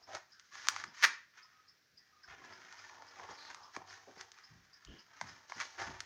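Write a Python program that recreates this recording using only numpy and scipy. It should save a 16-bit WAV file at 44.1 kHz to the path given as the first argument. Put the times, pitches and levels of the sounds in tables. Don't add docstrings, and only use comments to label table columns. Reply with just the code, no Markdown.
import sys
import numpy as np
from scipy import signal
from scipy.fft import rfft, irfft
from scipy.io import wavfile

SR = 44100
rng = np.random.default_rng(int(sys.argv[2]) if len(sys.argv) > 2 else 0)


def transcribe(u):
    v = np.clip(np.atleast_2d(u).T, -1, 1)
    q = np.round(v * 32767).astype(np.int16)
    wavfile.write(sys.argv[1], SR, q)


N = 267113
TIME = np.arange(N) / SR


def gain_of(db):
    return 10 ** (np.asarray(db) / 20)


def evened(x):
    return x / np.sqrt(np.mean(x ** 2) + 1e-20)


def read(points, hz):
    f, value = np.transpose(points)
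    return np.interp(np.log(hz + 1), np.log(f + 1), value)


def add(mix, s, sound):
    part = mix[max(0, round(s * SR)):][:len(sound)]
    part += sound[:len(part)]


def click(spectrum, size=2048):
    hz = abs(np.fft.fftfreq(size, 1 / SR))
    log_gain = np.log(gain_of(read(spectrum, hz)))
    minimum_phase = np.exp(np.conj(signal.hilbert(log_gain)))
    return np.fft.ifft(minimum_phase).real[:size // 2]


def coloured(x, spectrum):
    return evened(signal.oaconvolve(x, click(spectrum))[:len(x)])


def whistle(hz, width_hz):
    r = np.exp(-np.pi * width_hz / SR)
    noise = rng.standard_normal(len(hz)) + 1j * rng.standard_normal(len(hz))
    wander = signal.lfilter([1], np.poly([r, r]), noise)
    carrier = np.exp(2j * np.pi * np.cumsum(hz) / SR)
    return evened((wander * carrier).real)


def modes(table):
    t = TIME[:SR // 2]
    return sum(gain_of(db - 60 * t / t60) * np.sin(2 * np.pi * hz * t) for hz, db, t60 in table)


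def through(x, table):
    return evened(signal.oaconvolve(x, modes(table))[:N])


# start t/s, length/s, scrape level/dB, swell over the push/dB,
# weight (dull crunch re scrape)/dB, edge (foil hiss re scrape)/dB
PUSHES = [(0.0, 0.046, -74, -4, 4.5, -0.5), (0.084, 0.087, -59.5, 2.5, -3.5, -4),
          (0.304, 0.31, -76.5, 2, -21, 2.5), (0.536, 0.27, -56.5, 6, -12, -1.5),
          (0.861, .08, -65.5, -0.5, -4.5, -12), (0.946, 0.11, -61, 17, -25, -1),
          (1.347, 0.42, -67.5, -10.5, -16, -7.5), (1.99, .26, -81, 7.5, -9, -2),
          (3.764, 0.084, -61, -10.5, 6, -6), (3.874, 0.067, -61.5, 6, -8, -1.5),
          (3.983, 0.29, -71, 2, 1, 1.5), (4.343, 0.41, -65, -10.5, -11, -3.5),
          (4.733, 0.27, -75.5, 10, -10.5, -3.5), (5.065, 0.17, -73, 14.5, -5.5, -4),
          (5.267, 0.23, -58.5, -15.5, -3.5, -1.5), (5.495, 0.266, -62.5, -3, -4.5, 3),
          (5.792, .27, -46.5, -18, -3.5, -4.5)]
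# t/s, scrape level/dB, weight re scrape/dB, edge re scrape/dB
LONG_CUT = [(2.28, -59.5, -6, -7), (2.298, -56.5, -9, -9), (2.368, -64, -6.5, -7.5), (2.852, -59, -9, -2.5),
            (2.992, -66.5, 1, -2), (3.316, -57, -4.5, -6.5), (3.382, -62.5, -3.5, -3.5),
            (3.516, -58.5, -6.5, -4.5), (3.68, -82, -3, 14)]
# t/s, scrape level/dB, weight re scrape/dB, edge re scrape/dB
CRACKS = [(0.147, -49.5, -3.5, -2.5), (1.385, -56, -41, -7.5), (2.334, -55, -4, -12), (2.45, -57, -4, -3.5),
          (2.518, -54, -4.5, -9), (3.2, -58.5, -5, -1), (3.252, -65, 9, -6), (3.31, -61, -6, 5),
          (3.505, -54, -6, -8), (3.753, -54, -12, -1), (4.207, -51.5, -5, -5), (5.292, -56.5, -7, -5),
          (5.61, -39.5, -12, -5), (5.655, -60.5, 4, 9), (5.795, -61, -1, -4), (5.82, -52, 6.5, 2.5)]
BITE_DB_PER_S, EASE_DB_PER_S = 754, 235
CRACK_RISE_DB_PER_S, CRACK_FALL_DB_PER_S = 495, 474


def effort():
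    t = TIME[::32]

    def power(start, end, db, weight_db, edge_db, rise=BITE_DB_PER_S, fall=EASE_DB_PER_S):
        db = db - rise * np.maximum(start - t, 0) - fall * np.maximum(t - end, 0)
        return gain_of([db, db + weight_db, db + edge_db]) ** 2

    s, *columns = np.transpose(LONG_CUT)
    total = power(s[0], s[-1], *(np.interp(t, s, c) for c in columns))
    for start, length, db, swell_db, weight_db, edge_db in PUSHES:
        swelling_db = db + swell_db * np.clip((t - start) / length, 0, 1)
        total += power(start, start + length, swelling_db, weight_db, edge_db)
    for at, *levels in CRACKS:
        total += power(at, at, *levels, CRACK_RISE_DB_PER_S, CRACK_FALL_DB_PER_S)
    return [np.interp(TIME, t, part) for part in np.sqrt(total)]


def crumbs(per_s, spread_db, smooth):
    size = gain_of(spread_db * np.minimum(rng.exponential(1, N), 4))
    breaks = size * rng.choice([-1, 1], N) * (rng.random(N) < per_s / SR)
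    return evened(evened(breaks) + smooth * rng.standard_normal(N))


def squelches(per_s, cycles, spread_db, count=18):
    out = np.zeros(N)
    for hz in np.geomspace(850, 2300, count):
        u = TIME[:int(4 * cycles / hz * SR)] * hz / cycles
        size = gain_of(spread_db * np.minimum(rng.exponential(1, N), 3))
        bursts = size * (rng.random(N) < per_s / count / SR)
        bubble = u * np.exp(-2 * u) * np.sin(2 * np.pi * cycles * u * (1 + 0.036 * u))
        out += signal.oaconvolve(bursts, bubble)[:N]
    return evened(out)


def flutter(depth_db, slowest_hz, fastest_hz):
    t = TIME[::64]
    rates_hz = np.geomspace(slowest_hz, fastest_hz, 24)
    waver = sum(np.sin(2 * np.pi * (hz * t + rng.random())) for hz in rates_hz)
    return gain_of(depth_db * np.interp(TIME, t, evened(waver)))


# f/Hz, level/dB
SCRAPE_SPECTRUM = [(400, -31.5), (700, -33.5), (1000, -1), (1300, -0.5), (1750, 6.5), (2300, 0),
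                   (2800, -3.5), (3600, -3), (5000, -45.5)]
CRUNCH_SPECTRUM = [(40, -19.5), (100, -2.5), (200, -16), (400, 2), (650, 1), (900, 14), (1200, 0),
                   (2000, -42.5)]
HISS_SPECTRUM = [(600, -18), (2200, -6), (3000, 2), (4000, 0), (5500, 3), (6500, 2), (7200, -10.5),
                 (8200, -24.5), (11000, -30), (15000, -43.5)]
# f/Hz, level/dB, t60/s
BLADE = [(1447, 6.5, 0.53), (1545, 0.5, 0.33), (1900, -1, .25), (1911, -17.5, 0.45), (1985, -6, .2),
         (2520, -7, .2), (3400, 4.5, .13), (4690, -19.5, .15), (5870, -11.5, .16), (6630, -0.5, .2)]
# f/Hz, level/dB, t60/s
TIN = [(103, 2.5, 0.32), (280.4, -4, 0.45), (372.6, -5, 0.84), (480, -2.5, 0.2), (690, -4.5, 0.39),
       (785.4, 6.5, 0.045), (954, -9, 0.018), (1308, 9, 0.43)]


def cutting():
    scraping, weight, edge = effort()
    fine = crumbs(per_s=1000, spread_db=3.5, smooth=.5)
    coarse = crumbs(per_s=70, spread_db=1.5, smooth=0)
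    grit = evened(fine + .45 * coarse)
    scrape = coloured(grit, SCRAPE_SPECTRUM)
    moist = squelches(per_s=160, cycles=9, spread_db=3.5)
    scrape = evened(scrape + gain_of(-12.5) * through(scrape, BLADE) + .5 * moist)
    crunch = coloured(crumbs(per_s=300, spread_db=-1.0, smooth=0.27), CRUNCH_SPECTRUM)
    crunch = evened(crunch + gain_of(-1.5) * through(crunch, TIN))
    hiss = coloured(grit + crumbs(per_s=2400, spread_db=-2.0, smooth=1.0), HISS_SPECTRUM)
    body = gain_of(0.9) * scraping * scrape + gain_of(0.4) * weight * crunch
    catch = flutter(depth_db=1.2, slowest_hz=12, fastest_hz=70)
    return catch * (body + edge * hiss)


HAND_DB, HAND_DELAY_S, HAND_SWAY_S, HAND_SWAY_HZ = -10, .003, .0005, .4


def under_hand(x):
    delay_s = HAND_DELAY_S + HAND_SWAY_S * np.sin(2 * np.pi * HAND_SWAY_HZ * TIME)
    echo = gain_of(HAND_DB)
    return (x + echo * np.interp(TIME - delay_s, TIME, x)) / np.hypot(1, echo)


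# f/Hz, level/dB
BACKGROUND_SPECTRUM = [(25, -13), (60, -6), (100, 0.5), (200, -3.5), (500, -6.5), (1000, -12.5), (1600, 1),
                       (3000, -9.5), (5500, -2.5), (7000, -16), (8200, -25.5), (13500, -23), (15200, -13),
                       (15800, -24), (16100, -23)]


def background():
    return gain_of(-73.5) * coloured(rng.standard_normal(N), BACKGROUND_SPECTRUM)


CHIRP_FIRST_S, CHIRP_CYCLE_S, CHIRP_SECOND_S = .021, .5514, .295
CHIRP_DB, CHIRP_LENGTH_S = -59.5, .036


def chirps():
    out, u = np.zeros(N), np.linspace(0, 1, int(CHIRP_LENGTH_S * SR))
    shape = np.sin(np.pi * u ** .65) ** 2
    for cycle in np.arange(CHIRP_FIRST_S, N / SR, CHIRP_CYCLE_S):
        for s in (cycle, cycle + CHIRP_SECOND_S):
            tone = whistle(4800 + 750 * u, width_hz=550)
            add(out, s, gain_of(CHIRP_DB) * shape * tone)
    return out


# t/s, level/dB, length/s, starting f/Hz, width/Hz
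SQUEALS = [(.076, -52, 0.06, 751, 300), (0.133, -47.5, 0.038, 665, 288), (0.324, -67.5, .14, 1557, 293),
           (1.359, -70, 0.35, 1284, 50.1), (1.98, -73, .13, 1915, 200), (2.113, -71, 0.23, 1240, 50.5),
           (2.236, -55, 0.015, 1630, 150), (2.887, -60.5, 0.19, 944, 397), (3.181, -55, 0.088, 822, 576),
           (3.285, -50, 0.053, 914, 670), (3.369, -56.5, 0.16, 4310, 1110), (3.546, -56.5, 0.17, 1101, 500),
           (4.742, -67.5, 0.059, 1720, 297), (4.857, -63.5, 0.178, 3070, 506),
           (5.116, -70, 0.055, 1600, 395), (5.781, -46, 0.072, 1724, 680)]
SQUEAL_SAG = 0.0284


def squeals():
    out = np.zeros(N)
    for s, db, length, hz, width_hz in SQUEALS:
        u = np.linspace(0, 1, int(length * SR))
        shape = signal.windows.tukey(len(u), .2) * gain_of(-6 * u)
        add(out, s, gain_of(db) * shape * whistle(hz * (1 - SQUEAL_SAG * u), width_hz))
    return out


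# f/Hz, level/dB
SNAP_SPECTRUM = [(300, -49), (900, -41), (2000, -12.5), (3000, 0.5), (4200, 2.5), (5500, 4.5), (6600, 3.5),
                 (7600, -9.5), (10000, -21), (13000, -24.5), (16000, -18.5)]
# multiple of panel pitch, level/dB
PANEL = [(.72, -8), (1, 7.5), (1.621, 4), (2.05, 4)]


def pop(hz, t60, bright_db, fizz_hz, crinkle_db):
    lowpass = signal.butter(4, min(fizz_hz, .45 * SR), fs=SR, output="sos")
    snap = signal.sosfilt(lowpass, click(SNAP_SPECTRUM))
    snap = snap / abs(snap).max()
    t = TIME[:len(snap)]
    crinkle = gain_of(-60 * t / 0.027) * rng.standard_normal(len(t)) * (t > .0006)
    crinkle = crinkle / np.linalg.norm(crinkle)
    snap = snap + gain_of(crinkle_db) * np.convolve(snap, crinkle)[:len(t)]
    flex = sum(gain_of(db) * np.sin(2 * np.pi * hz * ratio * t) for ratio, db in PANEL)
    radiated = signal.butter(4, [min(0.64 * hz, 1500), 2350], "band", fs=SR, output="sos")
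    panel = signal.sosfilt(radiated, flex * gain_of(-60 * t / t60))
    return panel / abs(panel).max() + gain_of(bright_db) * snap


# t/s, level/dB, panel f/Hz, brightness (snap re panel)/dB
POPS = [(.1500, -34, 1450, 4.5), (0.17, -37.5, 894, -2.5), (0.397, -49.5, 1750, 8.5), (.554, -39, 1500, -1),
        (.6710, -31, 1240, 2.5), (.6857, -15.5, 1590, 6), (0.7631, -26.5, 1300, -4),
        (.839, -28.5, 1780, -8), (.842, -33.5, 1330, -1.5), (2.726, -43.5, 1460, 3.5),
        (2.896, -42.5, 1150, -5), (3.022, -42, 855, -5), (3.1975, -39.5, 980, -11),
        (3.5017, -41.5, 1010, 1.5), (3.5464, -39, 1250, 4.5), (3.7647, -29.5, 1120, -4.5),
        (4.211, -40, 1850, 8), (4.318, -51.5, 1820, 12.5), (4.387, -47, 1540, 0), (4.8498, -55, 1470, 15.5),
        (5.2129, -26.5, 983, -2.5), (5.498, -42.5, 1030, 1), (5.521, -30, 1045, -10.5),
        (5.6018, -28, 1610, -1), (5.619, -38, 1080, 6), (6.0047, -32.5, 1910, 6.5)]
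PANEL_T60_S, PANEL_DAMPING = .013, 2.5


def foil():
    out = np.zeros(N)
    for s, db, hz, bright_db in POPS:
        t60 = PANEL_T60_S * (1000 / hz) ** PANEL_DAMPING
        fizz_hz = 19000 * gain_of(.18 * (db + bright_db))
        add(out, s, gain_of(db) * pop(hz, t60, bright_db, fizz_hz, crinkle_db=-4.5))
    return out


# t/s, level/dB, time scale/s, rumble centre f/Hz
BUMPS = [(0.827, -65, 0.098, 201), (1.032, -63, 0.1, 445), (1.9, -83, 0.13, 126), (2.258, -71.5, 0.16, 95),
         (2.356, -69.5, 0.35, 297), (3.769, -51, 0.0098, 410), (3.775, -68, .07, 149),
         (4.068, -61, 0.078, 464), (4.171, -59.5, 0.017, 407), (4.489, -66, 0.18, 110),
         (4.856, -56.5, 0.085, 49), (4.875, -59.5, 0.12, 265), (5.211, -61, 0.14, 131),
         (5.556, -63, 0.066, 243), (5.8, -63.5, 0.25, 77.5), (5.865, -55.5, 0.081, 260)]


def bumps():
    out = np.zeros(N)
    for s, db, length, hz in BUMPS:
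        u = np.arange(int(2 * length * SR)) / (length * SR)
        band = signal.butter(2, [.5 * hz, 1.5 * hz], "band", fs=SR, output="sos")
        rumble = evened(signal.sosfilt(band, rng.standard_normal(len(u))))
        swell = (u / 0.21) * np.exp(1 - u / 0.26)
        add(out, s, gain_of(db) * rumble * swell)
    return out


def dispersed(x, lag_s):
    hz = np.fft.rfftfreq(len(x), 1 / SR)
    return irfft(rfft(x) * np.exp(-4j * np.pi * lag_s * np.sqrt(1000 * hz)), len(x))


# t/s, relative level/dB
PLEATS = [(1.0236, -34), (1.0259, -20), (1.0300, -16), (1.0342, -17), (1.0376, -10), (1.0410, -9),
          (1.0432, -11), (1.0453, -13), (1.0484, -11), (1.0508, -11), (1.0534, -20), (1.0601, -24)]
# f/Hz, level/dB
KNOCK_SPECTRUM = [(200, -41.5), (400, -27.5), (650, -22), (900, -14.5), (1100, -7), (1350, -4.5),
                  (1750, 1.5), (2200, -3.5), (2900, -11.5), (4000, -12.5), (6300, -13.5), (7600, -32),
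                  (10500, -36), (15500, -37.5)]


def rim():
    out = np.zeros(N)
    knock = dispersed(click(KNOCK_SPECTRUM), lag_s=.0005)
    knock = knock / abs(knock).max()
    t = TIME[:len(knock)]
    for s, db in PLEATS:
        crinkle = gain_of(-60 * t / .016) * rng.standard_normal(len(t)) * (t > .0008)
        crinkle = crinkle / np.linalg.norm(crinkle)
        crinkle = gain_of(-11) * np.convolve(knock, crinkle)[:len(t)]
        add(out, s, gain_of(db - 0.2) * (knock + crinkle))
    add(out, PLEATS[-1][0], gain_of(-55.5) * modes(BLADE))
    return out


# f/Hz, t60/s
KITCHEN_T60 = [(200, .45), (700, .34), (1700, .4), (4500, .37), (6800, .35), (8500, .22), (13000, .14)]


def kitchen(x):
    taps = rng.choice([-1., 1.], SR) * (rng.random(SR) < 5000 / SR)
    hz, t, z = signal.stft(taps, SR, nperseg=256)
    # f/Hz, level/dB
    colour = [(200, -12), (800, 0.5), (1700, -1.0), (3200, -2.5), (6200, -3), (9000, 5), (15000, 1.5)]
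    colour_db = read(colour, hz)[:, None]
    decay_db = -60 * t / read(KITCHEN_T60, hz)[:, None]
    tail = signal.istft(z * gain_of(colour_db + decay_db), SR, nperseg=256)[1][:SR]
    t = TIME[:SR]
    tail *= np.clip(t / 0.009 - .5, 0, 1) * (1 + 6.2 * np.exp(-t / 0.0076))
    return signal.fftconvolve(x, tail / np.linalg.norm(tail))[:N]


def scene():
    cut = under_hand(cutting()) + squeals()
    chirp, pops, rasp = chirps(), foil(), rim()
    sends = gain_of(-11) * cut + gain_of(-13.5) * pops + gain_of(-10.5) * rasp + gain_of(-5) * chirp
    return (cut + chirp + pops + bumps() + rasp + kitchen(sends) + background())[None]


EDGE_HZ = 16300


def record(dry):
    thin = signal.sosfilt(signal.butter(3, 36, "high", fs=SR, output="sos"), dry)
    lowpass = signal.firwin(511, EDGE_HZ, window=("kaiser", 9), fs=SR)
    return signal.oaconvolve(thin, lowpass[None], "same")


dry = scene()
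out = record(dry)
transcribe(out)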